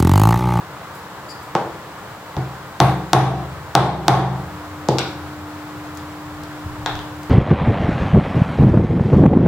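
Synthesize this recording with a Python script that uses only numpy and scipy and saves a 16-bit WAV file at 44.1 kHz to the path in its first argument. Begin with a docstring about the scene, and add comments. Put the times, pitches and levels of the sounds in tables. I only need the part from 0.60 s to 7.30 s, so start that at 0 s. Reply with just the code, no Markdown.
"""A tiled workshop: a mallet drives a steel punch through leather into a cutting board on a table.
The mallet is picked up, taps once, strikes four times and is laid down; small handling sounds follow.
Struck bodies are sums of dying modes in a diffuse room; brushes, wash and rumble are shaped noise.
Outside, a vehicle passes and a motor hums. Loud blows overload the near microphone and its limiter ducks."""
import sys
import numpy as np
from scipy import signal
from scipy.fft import rfft, irfft, next_fast_len
from scipy.io import wavfile

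SR = 44100
rng = np.random.default_rng(int(sys.argv[2]) if len(sys.argv) > 2 else 0)


def store_pcm(level_fs):
    """Save levels as 16-bit WAV."""
    pcm = np.round(np.clip(level_fs, -1, 1) * 32767).astype(np.int16)
    wavfile.write(sys.argv[1], SR, np.atleast_2d(pcm).T)


N = 295351
TIME = np.arange(N) / SR  # s, the whole scene
RING = np.arange(SR) / SR  # s, one struck sound

# modes of the table: f/Hz, level/dB, t60/s
TABLE_MODES = [(70.8, -28, 1.12), (110.3, -20, 0.42), (120.2, -10.5, 0.1), (132, -10.5, 0.58),
               (155.7, -28, 0.93), (182.5, -27, 0.85), (218, -24, 0.13), (308, -19.5, 0.19),
               (357.6, -15, 0.1), (509, -18, 0.087)]
# modes of the mallet head: f/Hz, level/dB, t60/s
HEAD_MODES = [(159, -10, 0.05), (337, -17.5, 0.14), (440, -4.5, 0.029), (540, 1.5, 0.0067), (825, 0, 0.029),
              (1017, 4, 0.0045)]


def amp(db):
    """Decibels to gain."""
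    return 10 ** (np.asarray(db) / 20)


def unit(x):
    """Scales to rms 1."""
    return x / np.sqrt(np.mean(x ** 2) + 1e-20)


def read(points, hz):
    """Reads a curve on a log-frequency axis."""
    f, value = np.transpose(points)
    return np.interp(np.log(hz + 1), np.log(f + 1), value)


def add(mix, s, sound):
    """Mixes a two-channel sound in at time s."""
    part = mix[:, round(s * SR):][:, :sound.shape[1]]
    part += sound[:, :part.shape[1]]


def lowpass(x, hz, order=1):
    """Gentle causal low-pass."""
    return signal.sosfilt(signal.butter(order, min(hz, 0.45 * SR), fs=SR, output="sos"), x)


def pair(size, colour, lag=0):
    """Coloured diffuse noise at two close ports: nearly the same through most of the bass, unrelated in the treble."""
    # f/Hz, left-right likeness (1 = the same; 0 and below are used as unrelated)
    likeness = [(30, 0.082), (60, 0.82), (130, 0.97), (290, 0.93), (640, 0.95), (1410, 0.8), (3100, 0.14),
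                (6820, -0.39), (15000, -0.75)]
    length = next_fast_len(size, real=True)
    hz = np.fft.rfftfreq(length, 1 / SR)
    mid, side = rfft(rng.standard_normal((2, length)))
    same = np.clip(read(likeness, hz), 0, 1)
    mid = mid * np.sqrt((1 + same) / 2)
    side = side * np.sqrt((1 - same) / 2)
    right = (mid - side) * np.exp(-2j * np.pi * hz * lag)  # lag in s
    ports = np.array([mid + side, right])
    return irfft(ports * amp(read(colour, hz)), length)[:, :size]


def ring(modes, contact_hz, late=0):
    """A struck body: dying modes of alternating sign; a softer contact excites less treble."""
    t = np.maximum(RING - late, 0)
    swing = np.zeros(len(RING))
    for k, (hz, db, t60) in enumerate(modes):
        swing += (-1) ** k * amp(db - 60 * t / t60) * np.cos(2 * np.pi * hz * t)
    return lowpass(swing * (RING >= late), contact_hz, order=2)


def push(hz):
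    """A soft shove of the table top: about one swing, no ring."""
    cycles = RING * hz
    envelope = (cycles / 0.89) ** 2 * np.exp(2 - 2 * cycles / 0.66)
    return envelope * np.sin(2 * np.pi * cycles)


def scuff(length, low_hz, high_hz, snap, order=4):
    """A gritty burst from surfaces that slip as they meet; snap is the energy share of the first click."""
    grit = rng.standard_normal(len(RING)) * np.exp(-RING / length)
    share = np.clip(snap, 0, 1)
    energy = length * SR / 2
    burst = np.sqrt(1 - share) * grit + np.sqrt(share * energy) * (RING == 0)
    burst = lowpass(burst - lowpass(burst, low_hz), high_hz, order=order)
    return burst * np.sqrt(energy / np.sum(burst ** 2))


def in_room(sound, wet_db, build=0.0049):
    """Direct sound, first echoes and a diffuse tail that swells and dies faster in the treble."""
    # reverberation: f/Hz, t60/s
    room_t60 = [(100, 0.99), (300, 0.64), (800, 0.54), (2000, 0.52), (5000, 0.49), (14000, 0.4)]
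    # colour of the tail against the direct sound: f/Hz, level/dB
    room_colour = [(100, -11.5), (300, 3.5), (750, 2.5), (1500, 3.5), (3600, 4), (6500, -4), (14000, 0)]
    # echoes off table, body and floor: t/s, level/dB
    echoes = [(.0056, -13), (.0098, -47), (0.0102, -15)]
    # port balance for direct sound from the table: f/Hz, left minus right/dB
    port_balance = [(1000, -0.5), (2000, 0), (4000, 8.5), (8000, 14.5), (12000, -29)]
    hz, t, z = signal.stft(pair(len(RING), room_colour), SR, nperseg=256)
    t60 = read(room_t60, hz)[:, None]
    z = z * amp(-60 * t / t60)
    z = z * np.sqrt(2 * np.log(1000) / (t60 * SR))  # equal energy whatever the decay time
    tail = signal.istft(z, SR)[1][:, :len(RING)]
    response = amp(wet_db) * tail * (1 - np.exp(-(RING / build) ** 2))
    for s, db in echoes:
        response[:, round(s * SR)] += amp(db)
    tilt_db = read(port_balance, np.fft.rfftfreq(2 * len(RING), 1 / SR)) / 2
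    direct = irfft(rfft(sound, 2 * len(RING)) * amp([tilt_db, -tilt_db]))
    reflected = signal.fftconvolve(sound[None], response, axes=1)
    return direct[:, :len(RING)] + reflected[:, :len(RING)]


def background(swell_db=0.38):
    """Outdoor wash that swells very slightly, reaching the right port first, and the microphone's hiss."""
    # outdoor wash: f/Hz, relative level per Hz/dB
    wash_colour = [(25, -19), (58, -12), (92, -3), (175, -2), (250, -12), (340, -7.5), (620, -6.5),
                   (1050, -3.5), (1600, -9), (2600, -18.5), (4000, -21), (6300, -27.5), (10000, -31),
                   (16000, -42)]
    # microphone hiss: f/Hz, relative level per Hz/dB
    hiss_colour = [(2000, -30), (6000, -7), (7600, 8), (9000, -23), (12300, -2), (13300, 5.5), (16000, 4.5)]
    wash_db, hiss_db, wash_lag_s = -35, -51, -0.000064
    swell = unit(lowpass(rng.standard_normal(N), 5.9, order=2))
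    wash = amp(wash_db + swell_db * swell) * unit(pair(N, wash_colour, wash_lag_s))
    return wash + amp(hiss_db) * unit(pair(N, hiss_colour))


def motor():
    """One hum of steady pitch that swells when the motor takes up load."""
    hum_hz, idle_db, load_db = 300, -51.5, -36.5
    load_at_s, rise_s = 3.68, 0.24
    load = 1 - np.exp(-np.maximum(TIME - load_at_s, 0) / rise_s)
    level = amp(idle_db) * (1 - load) + amp(load_db) * load
    return level * unit(np.sin(2 * np.pi * hum_hz * TIME))


def vehicle(waver=0.022):
    """A wavering engine note, lowered by Doppler shift as it passes, and a low roar emerge past buildings."""
    # road roar: f/Hz, relative level per Hz/dB
    roar_colour = [(40, -42), (65, -38), (85, 4.5), (115, -3.5), (145, 2.5), (200, -17), (260, -52),
                   (500, -45)]
    pass_at_s, speed_m_per_s, distance_m, sound_m_per_s = 5.55, 24, 22.3, 343
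    # level at the closest point, and its change per doubling of distance
    engine_hz, engine_db, engine_fall_db = 81.6, -45.5, -0.5
    roar_db, roar_fall_db = -41.5, 0.5
    # when and how fast it clears the buildings that screen it; their loss
    clear_at_s, clear_s, screen_db = 2.7, 0.2, -14.5
    along = speed_m_per_s * (TIME - pass_at_s)
    metres = np.hypot(along, distance_m)
    doublings = np.log2(metres / distance_m)
    hz = engine_hz / (1 + speed_m_per_s / sound_m_per_s * along / metres)
    drift = unit(lowpass(rng.standard_normal(N), 6.0, order=2))
    turns = np.cumsum(hz * (1 + waver * drift)) / SR
    engine = amp(engine_db + engine_fall_db * doublings) * unit(np.sin(2 * np.pi * turns))
    roar = amp(roar_db + roar_fall_db * doublings) * unit(pair(N, roar_colour))
    screened = (1 - np.tanh((TIME - clear_at_s) / clear_s)) / 2
    return amp(screen_db * screened) * (engine + roar)


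def handheld_rumble():
    """Faint low noise of the hand-held microphone, with a soft swell at each nudge."""
    # nudges: t/s, level/dB, half length/s
    nudges = [(5.8, -41, 0.066), (6.08, -37, 0.08), (6.329, -30.5, 0.12)]
    # rumble: f/Hz, relative level per Hz/dB
    rumble_colour = [(12, -8), (30, 16), (55, 4), (130, 9), (400, -39)]
    level = amp(-55)  # while held still
    for s, db, half in nudges:
        level = level + amp(db) * np.exp(-((TIME - s) / half) ** 2)
    return level * unit(pair(N, rumble_colour))


def squeak(jitter=0.058):
    """A brief unsteady high note: harmonics swell and fade in one arch and linger in the room."""
    # partials: multiple of the base pitch, level/dB
    partials = [(2, 1), (3, -8.5), (4, -12)]
    at_s, length_s, base_hz, level_db = 0.686, 0.043, 2390, -39.5
    out = np.zeros((2, N))
    arch = np.sqrt(np.maximum(np.sin(np.pi * np.minimum(RING / length_s, 1)), 0))
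    wobble = unit(lowpass(rng.standard_normal(len(RING)), 440))
    turns = np.cumsum(base_hz * (1 + jitter * wobble)) / SR
    note = sum(amp(db) * np.sin(2 * np.pi * k * turns) for k, db in partials)
    add(out, at_s, in_room(amp(level_db) * arch * note, wet_db=1))
    return out


def brushing():
    """Fingers and punch brush the leather: decaying bursts of grainy noise, higher when longer."""
    # brushes: t/s, level/dB, decay length/s
    brushes = [(0.348, -53, 0.039), (0.825, -53, 0.023), (5.349, -45, 0.006), (5.373, -38, 0.0036),
               (5.835, -29.5, 0.0014), (6.631, -43, .0056)]
    centre_hz, rise = 8000, 0.26  # centre of a 10 ms brush; octaves per doubling of length
    out = np.zeros((2, N))
    for s, db, length in brushes:
        hz = centre_hz * (length / 0.01) ** rise
        grains = rng.standard_normal(len(RING)) * rng.exponential(1, len(RING))
        fizz = lowpass(grains - lowpass(grains, hz), hz, order=2)
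        add(out, s, in_room(amp(db) * unit(fizz) * np.exp(-RING / length), wet_db=3.0))
    return out


def pats():
    """The free hand comes down softly on the table, shoving it without a ring."""
    # pats: t/s, level/dB, f/Hz
    hand_pats = [(6.0568, -13, 97.5), (6.185, -19, 110)]
    out = np.zeros((2, N))
    for s, db, hz in hand_pats:
        add(out, s, in_room(amp(db) * push(hz), wet_db=-2))
    return out


def mallet_handling():
    """The heavy head thuds on the mat; the light handle clacks and scuffs as it lands, and metal clinks."""
    # head bumping on the mat: t/s, head level/dB, table level/dB, contact hardness f/Hz
    bumps = [(0.952, -3, -18.5, 2270), (4.2870, 3, -4.5, 600)]
    # wooden handle on the table: t/s, wood level/dB, scuff level/dB, scuff brightness f/Hz
    clacks = [(4.3850, -7.5, -10, 5140), (4.3915, -23, -19, 6900), (6.2610, -2.5, -12.5, 4930),
              (6.3541, -20, -24.5, 5440), (6.391, -16.5, -25, 4500)]
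    # something small and metal clinks as the handle settles: t/s, level/dB
    clinks = [(4.389, -26)]
    # modes of the handle: f/Hz, level/dB, t60/s
    handle_modes = [(386, -15, 0.016), (750, -11.5, 0.026), (935, -7.5, 0.013), (1580, -2, 0.0034),
                    (2470, -37, 0.0022), (3700, -4.5, 0.0028)]
    # modes of the small metal: f/Hz, level/dB, t60/s
    metal_modes = [(1450, 5, 0.031), (4640, 1, .014), (7500, -8, 0.017)]
    click_db = -18.5  # the click of first contact, against the head's thud
    out = np.zeros((2, N))
    for s, head_db, table_db, hard_hz in bumps:
        thud = amp(head_db) * ring(HEAD_MODES, hard_hz)
        thud += amp(table_db) * ring(TABLE_MODES, contact_hz=460, late=0.0011)
        click = amp(head_db + click_db) * scuff(length=0.00086, low_hz=4500, high_hz=6500, snap=0.95)
        add(out, s, in_room(thud, wet_db=-1.5) + in_room(click, wet_db=1.5))
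    for s, wood_db, scuff_db, bright_hz in clacks:
        wood = amp(wood_db) * ring(handle_modes, contact_hz=6150)
        slip = amp(scuff_db) * scuff(length=0.00098, low_hz=1700, high_hz=bright_hz, snap=0.55, order=3)
        add(out, s, in_room(wood + slip, wet_db=2))
    for s, db in clinks:
        add(out, s, in_room(amp(db) * ring(metal_modes, contact_hz=12000), wet_db=0.5))
    return out


def punching(table_softness=0.25):
    """The steel cracks and shears the leather; a moment later it bottoms in the board and the table booms."""
    # mallet on the punch: t/s, force level/dB, contact hardness f/Hz
    blows = [(1.7667, -9.5, 1700), (2.2021, 10, 3400), (2.5322, 19.5, 2470), (3.152, 20.5, 2150),
             (3.4816, 19.5, 2260)]
    # modes of the cutting board: f/Hz, level/dB, t60/s
    board_modes = [(365, -12, 0.017), (553, -21.5, 0.024), (751, -1.5, 0.015), (881, 2, 0.0051),
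                   (1074, -8.5, 0.018), (1490, -8, 0.0033), (1915, -6, 0.0027)]
    # modes of the steel punch: f/Hz, level/dB, t60/s
    punch_modes = [(2720, -22, 0.0045), (3540, -2.5, 0.0049), (4640, 3.5, 0.001), (6180, -2, 0.0025)]
    # levels at force 0 dB, and growth in dB per dB of force
    boom_db, boom_growth = 0.5, 0.61
    crack_db, crack_growth = -10, 1.015
    thump_db, thump_growth, thump_hz = -8, 0.25, 82
    # top edges of crack and shear as multiples of the hardness; shear level against the crack
    crack_bright, shear_bright, shear_db = 2.9, 3.1, -32.5
    recoil_db, recoil_hz = -1, 377  # the head's own dull ring, against the thump; its top edge
    out = np.zeros((2, N))
    for s, force_db, hard_hz in blows:
        steel_db = crack_db + crack_growth * force_db
        crack = amp(steel_db) * ring(punch_modes, crack_bright * hard_hz)
        add(out, s, in_room(crack, wet_db=-5))
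        # the parting leather hisses briefly, mostly heard by way of the room
        hiss = scuff(length=0.0016, low_hz=1500, high_hz=shear_bright * hard_hz, snap=0.85, order=2)
        add(out, s, in_room(amp(steel_db + shear_db) * hiss, wet_db=20))
        knock = amp(force_db) * ring(board_modes, hard_hz, late=0.0003)
        add(out, s, in_room(knock, wet_db=1.0))
        # board and mat cushion the blow on its way to the table
        boom = ring(TABLE_MODES, table_softness * hard_hz, late=0.00097)
        add(out, s, in_room(amp(boom_db + boom_growth * force_db) * boom, wet_db=-7.5))
        # the mallet's weight pushes the table down while its head rings
        thump = amp(recoil_db) * ring(HEAD_MODES, recoil_hz) - push(thump_hz)
        add(out, s, in_room(amp(thump_db + thump_growth * force_db) * thump, wet_db=-3.5))
    return out


def scene():
    """Everything that reaches the two ports."""
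    surroundings = background() + motor() + vehicle() + handheld_rumble()
    handling = squeak() + brushing() + pats() + mallet_handling()
    return surroundings + handling + punching()


def record(dry, ceiling_db=-4.5, recovery_db_per_s=42, sense=0.00077, attack=0.00012):
    """Bass cut; a limiter ducks just too late and recovers slowly, so loud fronts clip; band limit."""
    sound = signal.sosfilt(signal.butter(2, 45, "high", fs=SR, output="sos"), dry)
    sound = sound * amp([[0.4], [-0.4]])  # left port slightly hotter
    power = lowpass((sound ** 2).mean(0), 1 / (2 * np.pi * sense))  # sense and attack in s
    level_db = 10 * np.log10(abs(power) + 1e-12)
    # hold each peak and let it fall at a constant rate in dB
    fall = recovery_db_per_s * TIME
    held_db = np.maximum.accumulate(level_db + fall) - fall
    over_db = np.maximum(held_db - ceiling_db, 0)
    ducked = sound / amp(lowpass(over_db, 1 / (2 * np.pi * attack)))
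    edge = signal.firwin(255, 16000, window=("kaiser", 8), fs=SR)
    return signal.oaconvolve(np.clip(ducked, -1, 1), edge[None], "same")


dry = scene()
out = record(dry)
store_pcm(out)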